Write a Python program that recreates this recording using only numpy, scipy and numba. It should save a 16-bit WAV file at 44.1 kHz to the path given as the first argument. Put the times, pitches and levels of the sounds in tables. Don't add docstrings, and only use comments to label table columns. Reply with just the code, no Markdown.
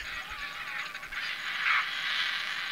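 import sys
import numpy as np
from scipy import signal
from scipy.fft import rfft, irfft
from scipy.io import wavfile
from scipy.ndimage import uniform_filter1d
from numba import njit

SR = 44100
rng = np.random.default_rng(int(sys.argv[2]) if len(sys.argv) > 2 else 0)


def natural_amplitude(level_db):
    exponent = np.asarray(level_db, float) / 20
    return 10 ** exponent


def generate_wav(signal):
    frames = np.transpose(np.atleast_2d(signal))
    scaled = np.clip(frames, -1, 1) * 32767
    pcm = np.round(scaled).astype(np.int16)
    wavfile.write(sys.argv[1], SR, pcm)


N = 119511


@njit
def svf(x, hz, width):
    y, b, l = np.empty(len(x)), 0., 0.
    for i in range(len(x)):
        g, k = np.tan(np.pi * hz[i] / SR), width / hz[i]
        v = (b + g * (x[i] - l)) / (1 + g * (g + k))
        b, l, y[i] = 2 * v - b, l + 2 * g * v, k * v
    return y


def band(x, lo_hz, hi_hz):
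    return signal.sosfilt(signal.butter(2, [lo_hz, hi_hz], "bandpass", fs=SR, output="sos"), x)


def unit(x):
    return x / np.sqrt(np.mean(x ** 2))


def walk(rate, n):
    k = int(SR / rate)
    steps = np.repeat(rng.standard_normal(n // k + 1), k)
    return 1.14 * uniform_filter1d(uniform_filter1d(steps, k), k)[:n]


def add(out, start_s, x):
    i = int(start_s * SR)
    a, b = max(i, 0), max(min(i + len(x), N), 0)
    out[a:b] += x[a - i:][:b - a]


def clicks(n, hz, breath_db, jitter=.45, scatter_db=5):
    c = rng.standard_normal((n // 40, 2))
    at = np.cumsum(np.exp(jitter * c[:, 0]) * SR / hz).astype(int)
    x = np.zeros(n)
    x[at[at < n]] = natural_amplitude(scatter_db * c[at < n, 1])
    breath = natural_amplitude(breath_db + 1.53 * walk(150, n)) * rng.standard_normal(n)
    return unit(x - x.mean()) + breath


def throat(x, peaks, sign=-1, drift=.01):
    out = 0
    for k, (hz, width, db) in enumerate(peaks):
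        moving_hz = hz * (1 + drift * walk(12, len(x)))
        out = out + sign ** k * natural_amplitude(db) * svf(x, moving_hz, 1. * width)
    return out


def rasps():
    # start in seconds, length in seconds, level in dB, throat in Hz, upper resonance in dB
    calls = [(-.02, 0.044, -35, 2350, -11), (0.038, .19, -38.5, 1850, -5.5), (0.237, 0.086, -48, 1560, 2.5),
             (.30, 0.064, -38, 1750, -8), (0.367, 0.21, -41.5, 1950, -3.5), (0.403, 0.058, -43, 1720, -6),
             (0.549, 0.12, -38.5, 1650, -11), (0.659, 0.1, -37.5, 1930, -9.5),
             (0.742, 0.038, -35, 1640, -16), (0.776, 0.045, -35.5, 1920, -5.5),
             (.815, 0.039, -37, 1450, -8.5), (0.851, 0.02, -34.5, 2040, -3.5),
             (0.887, 0.023, -39, 1810, -11), (.94, 0.023, -31.5, 1910, -7.5),
             (1.021, 0.043, -37, 1810, -18), (1.155, 0.06, -41, 1750, -3), (1.209, 0.13, -38, 1880, -8),
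             (1.443, 0.073, -38.5, 1620, -3.5), (1.648, 0.155, -23, 1720, -19),
             (1.654, 0.05, -29.5, 1950, -16)]
    click_hz, breath_db, scatter_db = 417.2, 1, 3
    attack_s, swell, release_s, sag_db = .009, 0.053, .014, -4.5
    fall_per_s, upper_ratio = .6, 1.924
    out, n = np.zeros(N), 2 * SR // 9
    t = np.arange(n) / SR
    for s, length, db, hz, up_db in calls:
        x = clicks(n, click_hz, breath_db, .4, scatter_db)
        hz = hz * (1 - fall_per_s * (t - length / 2))
        low_peaks = [(0.773 * hz, 180, -3), (1.003 * hz, 220, 0), (0.991 * hz, 220, 0), (1.286 * hz, 320, -5)]
        up_peaks = [(0.77 * upper_ratio * hz, 300, -2), (upper_ratio * hz, 600, 0), (2.56 * hz, 500, -10)]
        low = unit(throat(x, low_peaks, -1.025, 0.022))
        up = unit(throat(x, up_peaks))
        swelling = np.clip(t / (attack_s + swell * length), 0, 1)
        release = np.exp(-np.maximum(t - length, 0) / release_s * 2)
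        level = natural_amplitude(db + sag_db * np.clip(t / length, 0, 1))
        add(out, s, level * swelling * release * (low + natural_amplitude(up_db) * up))
    return out


def air(t):
    # frequency in Hz, noise density of the open plain in dB per Hz
    plain_curve = [(12, -29), (20, -4), (96, -14), (897, -16), (1060, -9), (2750, -15.5), (2990, -33),
                   (4540, -78), (16000, -54)]
    # resonance in Hz, width in Hz, level in dB
    crowd_peaks = [(604, 20.3, 2), (803, 24, 2), (1245, 250, -3), (1730, 820, -1), (3530, 4140, -8.5),
                   (4900, 1070, -7)]
    # centre of a wind bump in seconds, level in dB, length in seconds
    bumps = [
        (0.037, -45.5, 0.069),
        (0.149, -49.5, 0.11),
        (0.325, -45, 0.062),
        (0.415, -49, 0.066),
        (0.594, -61, 0.083),
        (1.016, -62, 0.039),
        (1.116, -46.5, 0.084),
    ]
    plain_db, crowd_db, rumble_db, breeze_db = -53.5, -51, -63.5, -74.5
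    f = np.fft.rfftfreq(N, 1 / SR) + 1
    p = np.array(plain_curve)
    shape = natural_amplitude(np.interp(np.log(f), np.log(p[:, 0]), p[:, 1])) * (f > 90)
    plain = unit(irfft(rfft(rng.standard_normal(N)) * shape, N))

    croaks = clicks(N, 112, -3, .12, 1.7)
    crowd = unit(band(throat(croaks, crowd_peaks), 450, 6400)) * natural_amplitude(crowd_db + 2 * walk(10.05, N))

    rumble = unit(throat(rng.standard_normal(N), [(159.3, 18.7, 5.0), (308, 110, -3.5)]))
    rumble = rumble * natural_amplitude(rumble_db + 0.5 * walk(7.3, N))

    gust = natural_amplitude(breeze_db + 2 * walk(7.9, N))
    for s, db, length in bumps:
        gust = gust + natural_amplitude(db) * np.exp(-2 * ((t - s) / length * 2) ** 2)
    wind = throat(throat(rng.standard_normal(N), [(41, 39, 0)]), [(42.2, 33, 0)])
    wind = wind / np.sqrt(uniform_filter1d(wind ** 2, size=6000) + 1e-18)
    return natural_amplitude(plain_db) * plain + crowd + rumble + gust * wind


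def grass_bird():
    trill_ends = [.077, 0.877, 1.477, 2.022, 2.595]
    # offset from the trill's last note in seconds, level in dB
    trill = [(0, 0), (-.025, 0), (-.047, -1), (-.066, -2), (-.082, -4), (-.094, -7)]
    triples = [.155, .314, .959, 1.555, 1.636, 1.724, 2.100, 2.181, 2.673]
    doubles = [0.229, .417, .535, 0.686, 1.040, 1.153, 1.275, 1.817, 2.279, 2.399]
    # offset from the chip's last note in seconds, level in dB
    chip = [(.002, -1), (-.008, -3), (-.019, -5)]
    note_db, note_s, note_hz, fall_hz = -52.5, 0.015, 7120, 850
    out = np.zeros(N)
    # times, notes, how far below note_hz, share of the full note length
    phrases = ((trill_ends, trill, 0, 1), (triples, chip, 250, .7), (doubles, chip[:2], 250, .7))
    for starts, notes, drop_hz, span in phrases:
        u = np.arange(int(span * note_s * SR)) / (span * note_s * SR)
        for s in starts:
            for offset, db in notes:
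                c = rng.standard_normal(2)
                hz = note_hz - drop_hz + 40 * c[0] - span * fall_hz * u
                tone = np.sqrt(2) * np.sin(2 * np.pi * np.cumsum(hz) / SR)
                add(out, s + offset - .002, natural_amplitude(note_db + db + c[1]) * np.sin(np.pi * u) * tone)
    return out


def stack(hz, partials_db):
    phase = 2 * np.pi * np.cumsum(hz * (1 + .006 * walk(119.5, len(hz)))) / SR
    out = 0
    for k, db in enumerate(partials_db):
        out = out + natural_amplitude(db + 2 * walk(39.6, len(hz))) * np.sin((k + 1) * phase)
    return out * np.sqrt(2)


def squeaks():
    # start in seconds, length in seconds, level in dB, pitch in Hz, glide as a share of pitch
    yelps = [(1.116, 0.0366, -38, 520, -0.088), (1.275, 0.062, -40.5, 680, -0.066),
             (.73, .07, -42.5, 600, -0.096), (.59, .05, -42.5, 620, .05), (0.53, 0.1, -51.5, 960, .07),
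             (1.162, 0.042, -36, 490, 0.33), (1.69, 0.118, -39.5, 388, -.14),
             (0.098, 0.125, -44.5, 640, .03), (0.78, 0.0603, -44, 652.5, 0.032),
             (1.6, 0.054, -38.5, 550, 0.011), (.41, 0.065, -42, 570, -0.0073),
             (0.45, 0.066, -54, 1000, 0.14), (.305, 0.0344, -43.5, 460, -0.0084)]
    coos = [(.19, .14, -56, 800, 0.226), (0.31, 0.088, -58, 850, -0.005), (.66, 0.223, -58, 830, -0.053),
            (0.3, 0.057, -53, 1200, 0)]
    screeches = [(1.205, 0.091, -42, 600, -0.0194), (.17, 0.0482, -52, 580, 0.0039)]
    yelp_partials = [-40, -20, 0, -3, -15]
    coo_partials = [0, -14]
    screech_partials = [-40, -14, 0, -9, -6, -10, -13, -8, -22]
    out = np.zeros(N)
    for calls, partials_db in ((yelps, yelp_partials), (coos, coo_partials), (screeches, screech_partials)):
        for s, length, db, hz, glide in calls:
            u = np.clip(np.arange(SR // 4) / SR / length, 0, 1)
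            bow = np.abs(np.sin(np.pi * u))
            arch = max(.011 / length - .11, 0)
            pitch = hz * (1 + glide * (u - .5) + arch * (bow - .6))
            add(out, s, natural_amplitude(db) * (u < 1) * bow ** 0.5 * stack(pitch, partials_db))
    return out


def whines(t):
    # time in seconds, pitch in Hz, level in dB
    whine_calls = [
        [(.15, 600, -56), (.25, 600, -56), (.33, 645, -53), (.39, 570, -54), (.5, 570, -55), (.57, 590, -56)],
        [(.57, 620, -58), (.6, 648, -53), (.7, 558, -53), (.78, 538, -54), (.87, 610, -54), (.94, 570, -60),
         (1.0, 555, -58), (1.07, 610, -56)],
    ]
    whine_partials = [-16, 4, -4, 0, -7, -13]
    out = np.zeros(N)
    for call in whine_calls:
        s, hz, db = np.array(call).T
        fade = np.clip(np.minimum(t - s[0], s[-1] - t) / 0.018, 0, 1)
        out += stack(np.interp(t, s, hz), whine_partials) * natural_amplitude(np.interp(t, s, db)) * fade
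    return out


def long_rasp(t):
    # time in seconds, level in dB, upper resonance in dB, beak-open treble in dB
    course = [(1.12, -50, -2.5, -12), (1.17, -42, -7, -22), (1.26, -42.5, -5.5, -13),
              (1.33, -40.5, -1, -19), (1.4, -42.5, -4.5, -23), (1.57, -34.5, -7, -25.5),
              (1.8, -35.5, -7, -26), (1.92, -37, -3, -19), (2.01, -35, -3, -19.5), (2.11, -34.5, -2, -20),
              (2.18, -32, -1, -18), (2.3, -32, -3, -18.5), (2.4, -33.5, -3, -19.5), (2.5, -35.5, -6, -15.5),
              (2.6, -35, -5, -22.5), (2.71, -36.5, -2, -23)]
    # Hz, width in Hz, level in dB
    lower_peaks = [(799, 32, 0.5), (1230, 200, -4), (1640, 240, 3), (1940, 240, 1.5), (2250, 240, -1)]
    upper_peaks = [(3067, 300, 1), (3380, 320, 1), (3880, 300, -3)]
    treble_peaks = [(4720, 200, 6), (5150, 220, 4), (5800, 600, -2), (9800, 1500, -10)]
    # lower and upper edge in Hz of one group, in the same order
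    edges_hz = [(1050, 2400), (2900, 4200), (4500, 10800)]
    # first row times in seconds, second row breath in dB
    breath = [(1.8, 2.1), (-2, -7.5)]
    s, db, up_db, top_db = np.array(course).T
    x = clicks(N, 300, np.interp(t, *breath), .3, 2)
    groups = []
    for peaks, edges in zip((lower_peaks, upper_peaks, treble_peaks), edges_hz):
        groups.append(unit(band(throat(x, peaks, 1, .018), *edges)))
    low, up, top = groups
    level = natural_amplitude(np.interp(t, s, db)) * natural_amplitude(.5 * walk(25.15, N)) * (t > s[0])
    return level * (low + natural_amplitude(np.interp(t, s, up_db)) * up + natural_amplitude(np.interp(t, s, top_db)) * top)


def ground_echo(x):
    echo_db, t60_s = -8, 0.11
    k = np.arange(SR // 5) / SR
    tail = rng.standard_normal(len(k)) * natural_amplitude(-60 * k / t60_s) * (k > .003)
    return natural_amplitude(echo_db) * signal.fftconvolve(x, tail / np.sqrt(np.sum(tail ** 2)))[:N]


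def scene():
    t = np.arange(N) / SR
    vultures = band(rasps(), 1070, 4940) + squeaks() + whines(t) + long_rasp(t)
    return (vultures + ground_echo(vultures) + grass_bird() + air(t))[None]


def roll_off(x):
    return signal.sosfilt(signal.butter(12, 16770, fs=SR, output="sos"), x)


def record(dry):
    hiss_db, top_hz = -59.5, 15700
    x = dry + .001 + natural_amplitude(hiss_db) * rng.standard_normal(dry.shape)
    mix = signal.sosfilt(signal.ellip(10, .2, 70, top_hz, fs=SR, output="sos"), x)
    return roll_off(mix)


dry = scene()
out = record(dry)
generate_wav(out)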